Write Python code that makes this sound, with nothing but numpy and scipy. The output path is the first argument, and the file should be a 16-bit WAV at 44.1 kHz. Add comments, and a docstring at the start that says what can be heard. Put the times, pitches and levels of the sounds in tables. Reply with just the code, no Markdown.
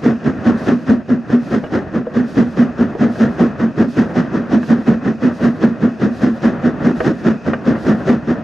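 """At the front end of a running two-cylinder steam locomotive, at about five exhaust beats a second.
Each beat is a rush of filtered noise with a hiss on top, and it sets the chimney booming.
A leaking gland rises and falls with each turn of the wheels, over a faint steady sizzle and passing air.
Wheels rumble on the rails, and short grinding knocks ring the frame as the running gear clanks.
Short echoes color the sound, a limiter holds down the loudest beats and the highest crests are clipped."""
import sys
import numpy as np
from scipy import signal
from scipy.fft import rfft, irfft, next_fast_len
from scipy.io import wavfile

SR = 44100
rng = np.random.default_rng(int(sys.argv[2]) if len(sys.argv) > 2 else 0)


def int16_out(signal):
    """Quantize to a 16-bit WAV file."""
    q = np.round(np.clip(np.atleast_2d(signal).T, -1, 1) * 32767)
    wavfile.write(sys.argv[1], SR, q.astype(np.int16))


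N = 371763
TIME = np.arange(N) / SR  # s
FFT_SIZE = next_fast_len(N, real=True)
FREQS = np.maximum(np.fft.rfftfreq(FFT_SIZE, 1 / SR), 1)  # Hz, kept above zero for the logarithm


def from_db(db):
    """Turn decibels into a gain."""
    return 10 ** (np.asarray(db) / 20)


def rms_one(x):
    """Scale a sound so that its rms (average strength) is 1."""
    return x / np.sqrt(np.mean(x ** 2) + 1e-20)


def at_hz(points):
    """Read a table at every frequency, with straight lines between points on a log-frequency axis."""
    hz, value = np.transpose(points)
    return np.interp(np.log(FREQS), np.log(hz), value)


def at_time(points, s):
    """Read a table at the given times, with straight lines between points."""
    return np.interp(s, *np.transpose(points))


def shaped_noise(gain, channels):
    """Unrelated noises, one per channel, with the given gain at each frequency."""
    spectrum = rfft(rng.standard_normal((channels, FFT_SIZE)))
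    return irfft(spectrum * gain, FFT_SIZE)[:, :N]


def drift(rate_hz):
    """A random wander with spread 1, weaker and weaker above the given rate."""
    return rms_one(shaped_noise(1 / (1 + (FREQS / rate_hz) ** 2), channels=1)[0])


# how alike the left and right noises are: f/Hz, likeness (1 = the same)
STEREO_LIKENESS = [(30, .95), (130, .985), (290, .975), (640, .9), (1400, .88), (3100, .85), (6800, .88),
                   (15000, .5)]
# how much stronger the left is than the right: f/Hz, level/dB
STEREO_BALANCE = [(60, -4.5), (110, -2.5), (200, -1.0), (380, -0.5), (700, 3), (1290, 2.5), (2380, -1),
                  (4400, -4.5), (8120, 2), (15000, -4)]


def turbulence(gain):
    """Churning steam or rough contact as stereo noise of a given color, more alike in the bass; rms 1."""
    mid, side = rfft(rng.standard_normal((2, FFT_SIZE)))
    alike = np.clip(at_hz(STEREO_LIKENESS), 0, 1)
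    sides = np.array([[1], [-1]])  # left, right
    pair = np.sqrt(1 + alike) * mid + sides * np.sqrt(1 - alike) * side
    balance = from_db(sides * at_hz(STEREO_BALANCE) / 2)
    return rms_one(irfft(pair * gain * balance, FFT_SIZE)[:, :N])


def resonance(hz, width_hz):
    """Gain of a resonance with steep skirts."""
    return 1 / (1 + ((FREQS - hz) / width_hz) ** 2)


# slow rise and fall in loudness of the exhaust roar, hiss and leaks: t/s, level/dB
STEAM_LOUDNESS = [(0, .8), (.7, 0.9), (1.12, -2.5), (1.7, -1.3), (2.0, -3), (2.39, -0.45), (4.54, 0.14),
                  (6.04, -0.8), (6.67, 0.9), (7.9, -0.2), (8.1, 1.5), (8.43, -1)]


def loudness_db(s):
    """Slow rise and fall in loudness of the exhaust roar, hiss and leaks, at the given times."""
    return at_time(STEAM_LOUDNESS, s)


# travel of the driving wheels, four exhaust beats to a turn: t/s, beats gone by
WHEEL_TRAVEL = [(.07, 0), (.48, 2), (3.027, 14), (3.621, 17), (4.184, 20), (5.253, 26), (6.037, 30),
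                (6.459, 32), (8.305, 41)]
# the valves are set unevenly, so the four beats of a turn differ, one row each, before later offsets:
# blast level/dB, chimney boom level/dB, hiss level/dB, boom delay/s
BEATS_OF_TURN = [(-22.5, -7.5, -37.5, 0.0055), (-26.5, -11, -42.5, 0.0028), (-24.5, -6.5, -39, 0.005),
                 (-23, -7, -37.2, 0.0062)]
# swell of the chimney boom, apart from the other steam sounds: t/s, level/dB
BOOM_SWELL = [(0, -1), (1.0, 3.5), (1.7, -4.5), (2.6, 2.5), (3.1, -.5), (4.2, -3), (4.7, 0.5), (5.2, -1),
              (7.3, -1), (8.2, 0.5)]


def crank():
    """Beats into the current wheel turn; the wheels roll on at their mean pace before and after."""
    s, gone = np.transpose(WHEEL_TRAVEL)
    pace = gone[-1] / (s[-1] - s[0])  # beats per second
    outside_s = TIME - np.clip(TIME, s[0], s[-1])
    return (np.interp(TIME, s, gone) + pace * outside_s) % len(BEATS_OF_TURN)


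def beats(hiss_follows=1.3):
    """One beat per quarter turn: times, then blast, boom and hiss levels and boom delays."""
    s, gone = np.transpose(WHEEL_TRAVEL)
    number = np.arange(round(gone[-1]) + 1)
    beat_s = np.interp(number, gone, s)
    blast_db, boom_db, hiss_db, delay_s = np.array(BEATS_OF_TURN)[number % len(BEATS_OF_TURN)].T
    swell_db = loudness_db(beat_s)
    boom_db = boom_db + at_time(BOOM_SWELL, beat_s)
    # the hiss swings more than the blast does
    return beat_s, blast_db + swell_db, boom_db, hiss_db + hiss_follows * swell_db, delay_s


def puffs(levels_db, lag, opening, hold, emptying):
    """Flow of all beats (times in s): the valve opens smoothly, then the cylinder empties exponentially."""
    flow = np.zeros(N)
    for peak_s, level_db in zip(beats()[0] + lag, levels_db):
        near = np.abs(TIME - peak_s) < .3
        age = TIME[near] - peak_s
        rise = np.exp(-.5 * np.abs(age / opening) ** 2.3)
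        fall = np.exp((hold - np.hypot(age, hold)) / emptying)
        flow[near] += from_db(level_db) * np.where(age < 0, rise, fall)
    return flow


# color of the air on the microphone: f/Hz, relative level/dB (per Hz)
WIND_COLOR = [(20, -41.5), (50, -9.5), (90, -9), (220, 12), (450, -13), (1000, -27.5), (4000, -69.5)]


def slipstream(level_db=-39):
    """Passing air buffets each microphone port on its own, so left and right are unrelated."""
    wind = rms_one(shaped_noise(from_db(at_hz(WIND_COLOR)), channels=2))
    return from_db(level_db + 2.0 * drift(6)) * wind


# color of the steady steam sizzle: f/Hz, relative level/dB (per Hz)
SIZZLE_COLOR = [(1900, -18), (2250, -7.5), (2550, 8.5), (2800, -7.5), (3050, -13), (4200, -14.5),
                (5000, -10), (6500, -13.5), (8000, -27.5), (15000, -50.5)]


def sizzle(level_db=-54):
    """Steam seeps steadily from the fittings; level before the slow rise and fall is added."""
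    return from_db(level_db + 2.0 * drift(5.5)) * turbulence(from_db(at_hz(SIZZLE_COLOR)))


# color of the rolling noise: f/Hz, relative level/dB (per Hz)
ROLLING_COLOR = [(25, -25.5), (50, -1), (90, 7), (160, 13.5), (260, 13.5), (420, 4), (650, 5), (880, -5),
                 (1400, -3), (1850, -5.5), (2200, -19), (3200, -25.5), (12000, -62.5)]
# rise and fall of the rolling noise, of which only the swing is used: t/s, level/dB
ROLLING_COURSE = [(0.0, -32), (0.47, -28), (0.75, -28.5), (0.94, -35.5), (1.57, -32), (1.71, -28.5),
                  (2.02, -31.5), (3.4, -29), (3.99, -30), (4.53, -28.5), (5.61, -31.5), (6.13, -30.5),
                  (6.9, -25.5), (7.32, -32), (7.49, -28), (7.93, -24.5), (8.15, -31.5), (8.43, -29)]


def wheels(mean_db=-28, swing_scale=1.25):
    """Rough treads on the rails make an uneven rumble."""
    course_db = at_time(ROLLING_COURSE, TIME)
    swing_db = swing_scale * (course_db - course_db.mean())
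    unevenness_db = 2.8 * drift(10)
    return from_db(mean_db + swing_db + unevenness_db) * turbulence(from_db(at_hz(ROLLING_COLOR)))


def ring(force, hz, t60):
    """A struck mode: a unit click rings with height 1 and fades by 60 dB in t60 seconds."""
    r = from_db(-60 / (t60 * SR))
    w = 2 * np.pi * hz / SR
    return signal.lfilter([0, np.sin(w)], [1, -2 * r * np.cos(w), r * r], force + 1e-18)


# knocks of the running gear, as blow strengths: t/s, thud level/dB, clang level/dB, clink level/dB
GEAR_KNOCKS = [(0.787, -28.5, -40, -47), (1.638, -13.5, -19, -20), (2.067, -13.5, -28.5, -51),
               (2.95, -9.5, -28, -38), (3.154, -25, -29, -36), (3.392, -13, -16, -30),
               (3.984, -29, -23, -29), (4.63, -20.5, -16, -31), (5.405, -15.5, -34, -23),
               (6.436, -25, -22, -23), (7.003, -3, -3, -21), (7.533, -8, -5.5, -11)]
# what the frame rings with: f/Hz, relative level/dB, time to fade by 60 dB t60/s
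FRAME_MODES = [(386, 0.5, 0.024), (490, 3, 0.053), (635, 0, .045), (780, -2, 0.017), (1080, -6, 0.0074),
               (1200, -1.5, 0.031), (1600, 1.5, 0.023), (1870, -0.5, 0.012), (2385, -11, 0.025),
               (2880, -10, 0.045), (3540, -21, .02)]


def running_gear(contact_s=0.008, rattles_per_s=22, rattle_db=-31):
    """Loud knocks and a light random rattle, each a brief grinding contact, ring the frame."""
    blows = np.zeros((3, N))
    for s, *levels_db in GEAR_KNOCKS:
        blows[:, round(s * SR)] = from_db(levels_db)
    # rattle_db is the strongest rattle; most are weaker
    rattle = (rng.random(N) < rattles_per_s / SR) * from_db(rattle_db) * rng.random(N)
    # each contact fades exponentially and carries unit energy for a unit blow
    keep = np.exp(-1 / (contact_s * SR))
    contacts = signal.lfilter([np.sqrt(1 - keep ** 2)], [1, -keep], blows + rattle + 1e-18)
    thud, clang, clink = contacts
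    out = np.zeros((2, N))
    for hz, mode_db, t60 in FRAME_MODES:
        force = thud if hz < 950 else clang if hz < 2150 else clink
        # grinding noise: a shared part plus a smaller part of each side's own
        grind = rng.standard_normal(N) + 0.36 * rng.standard_normal((2, N))
        out += from_db(mode_db - 8.0) * ring(force * grind, hz, t60)
    # heavy parts meet softly, so little treble gets out
    return signal.sosfilt(signal.butter(2, 5000, fs=SR, output="sos"), out)


# color of the gland leak: f/Hz, relative level/dB (per Hz)
LEAK_COLOR = [(1500, -13), (2700, 2.5), (4200, 3.5), (5200, 2.5), (6600, -2.5), (8000, -11), (9400, -10),
              (10200, -18.5), (11200, -8), (12500, -24), (15500, -33.5)]
# gland leak over one wheel turn: beats into the turn, relative level/dB
LEAK_OVER_TURN = [(0, -9.5), (0.602, -18), (1.3, -18.5), (1.8, -11), (2.3, -10.5), (2.5, -0.5), (3, 0),
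                  (3.2, -10), (3.6, -5.5), (4, -12.5)]


def gland_leak():
    """Steam escapes past a piston rod while that end of the cylinder is under pressure."""
    cycle_db = at_time(LEAK_OVER_TURN, crank())
    return from_db(cycle_db - 49.0 + drift(15)) * turbulence(from_db(at_hz(LEAK_COLOR)))


def chimney(hz=235.5, width_hz=16.5, evenness=0.4, scatter_db=1.0, scatter_s=.003):
    """The air column swings on each beat at a nearly even strength and rings on after it."""
    _, _, boom_db, _, delay_s = beats()
    # chance spread from beat to beat
    stronger, later = rng.standard_normal((len(delay_s), 2)).T
    boom_db = boom_db + scatter_db * stronger
    delay_s = delay_s + scatter_s * later
    column = turbulence(resonance(hz, width_hz))
    # dividing by part of its own swing evens out the tone
    swing = np.abs(signal.hilbert(column.mean(axis=0)))
    column = rms_one(column / (swing + 0.43) ** evenness)
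    driven = puffs(boom_db - .5, lag=delay_s - .003, opening=0.014, hold=0.065, emptying=0.014)
    after_ring = puffs(boom_db - 16.0, lag=.076, opening=0.0081, hold=0.012, emptying=0.018)
    return column * (driven + after_ring)


# color of the exhaust roar: f/Hz, relative level/dB (per Hz)
BLAST_COLOR = [(25, -33), (50, -2), (90, 10.5), (150, 20), (300, 21), (420, 17.5), (600, 10.5), (760, 5.5),
               (830, 0), (1300, 3.5), (1850, 2.5), (2200, -11), (3200, -28), (6000, -52)]
# color of the exhaust hiss: f/Hz, relative level/dB (per Hz)
HISS_COLOR = [(1200, -23.5), (2100, -3.5), (2550, 4.5), (3300, 0.5), (4400, -5), (5300, -3.5), (6500, -7.5),
              (8000, -21), (10000, -29), (15500, -56)]


def exhaust():
    """The jet from the blast pipe: a ragged roar, a hiss on top and a faint edge tone."""
    _, blast_db, _, hiss_db, _ = beats()
    ragged = from_db(1.1 * drift(90))
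    roar_flow = puffs(blast_db + 11, lag=-0.001, opening=.021, hold=0.028, emptying=0.025)
    roar = roar_flow * turbulence(from_db(at_hz(BLAST_COLOR)))
    hiss_flow = puffs(hiss_db - 0.5, lag=-0.0011, opening=0.026, hold=0.02, emptying=0.025)
    hiss = hiss_flow * turbulence(from_db(at_hz(HISS_COLOR)))
    edge_flow = puffs(blast_db - 13.5, lag=-0.015, opening=0.016, hold=0.0067, emptying=0.0069)
    edge_tone = edge_flow * turbulence(resonance(760, width_hz=16))
    return ragged * (roar + hiss + edge_tone)


# reflections off the boiler and running plate: delay t/s, level/dB
STEEL_ECHOES = [(.0053, -24.5), (0.0127, -20.5), (0.022, -18.5)]


def reflected(sound):
    """Nearby curved steel adds short, dull echoes that ripple the spectrum."""
    out = sound.copy()
    dull = signal.sosfilt(signal.butter(1, 3000, fs=SR, output="sos"), sound)
    for delay_s, level_db in STEEL_ECHOES:
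        lag = round(delay_s * SR)
        out[:, lag:] += from_db(level_db) * dull[:, :N - lag]
    return out


def scene(leak_follows=.9):
    """Everything rides on the engine, at a fixed distance."""
    # the leaks follow most of the slow rise and fall in loudness
    leaks = from_db(leak_follows * loudness_db(TIME)) * (sizzle() + gland_leak())
    echoing = reflected(wheels() + running_gear() + exhaust())
    return slipstream() + leaks + echoing + chimney()


def record(dry, ceiling_db=-1.0, release_db_per_s=120, attack_s=0.003):
    """A limiter ducks under loud beats, remaining crests are clipped, and deep bass and top are cut."""
    over_db = np.maximum(20 * np.log10(np.abs(dry).max(axis=0) + 1e-9) - ceiling_db, 0)
    # hold each overshoot and let it recover at a steady rate, then smooth the ducking
    recovery_db = release_db_per_s * TIME
    held_db = np.maximum.accumulate(over_db + recovery_db) - recovery_db
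    keep = np.exp(-1 / (attack_s * SR))
    duck_db = signal.lfilter([1 - keep], [1, -keep], held_db)
    clipped = np.clip(dry * from_db(-duck_db), -.78, .78)
    thinned = signal.sosfilt(signal.butter(2, 32, "high", fs=SR, output="sos"), clipped)
    top_cut = signal.ellip(10, .05, 60, 15730, fs=SR, output="sos")  # steep cut above 15730 Hz
    return signal.sosfiltfilt(top_cut, thinned)


dry = scene()
out = record(dry)
int16_out(out)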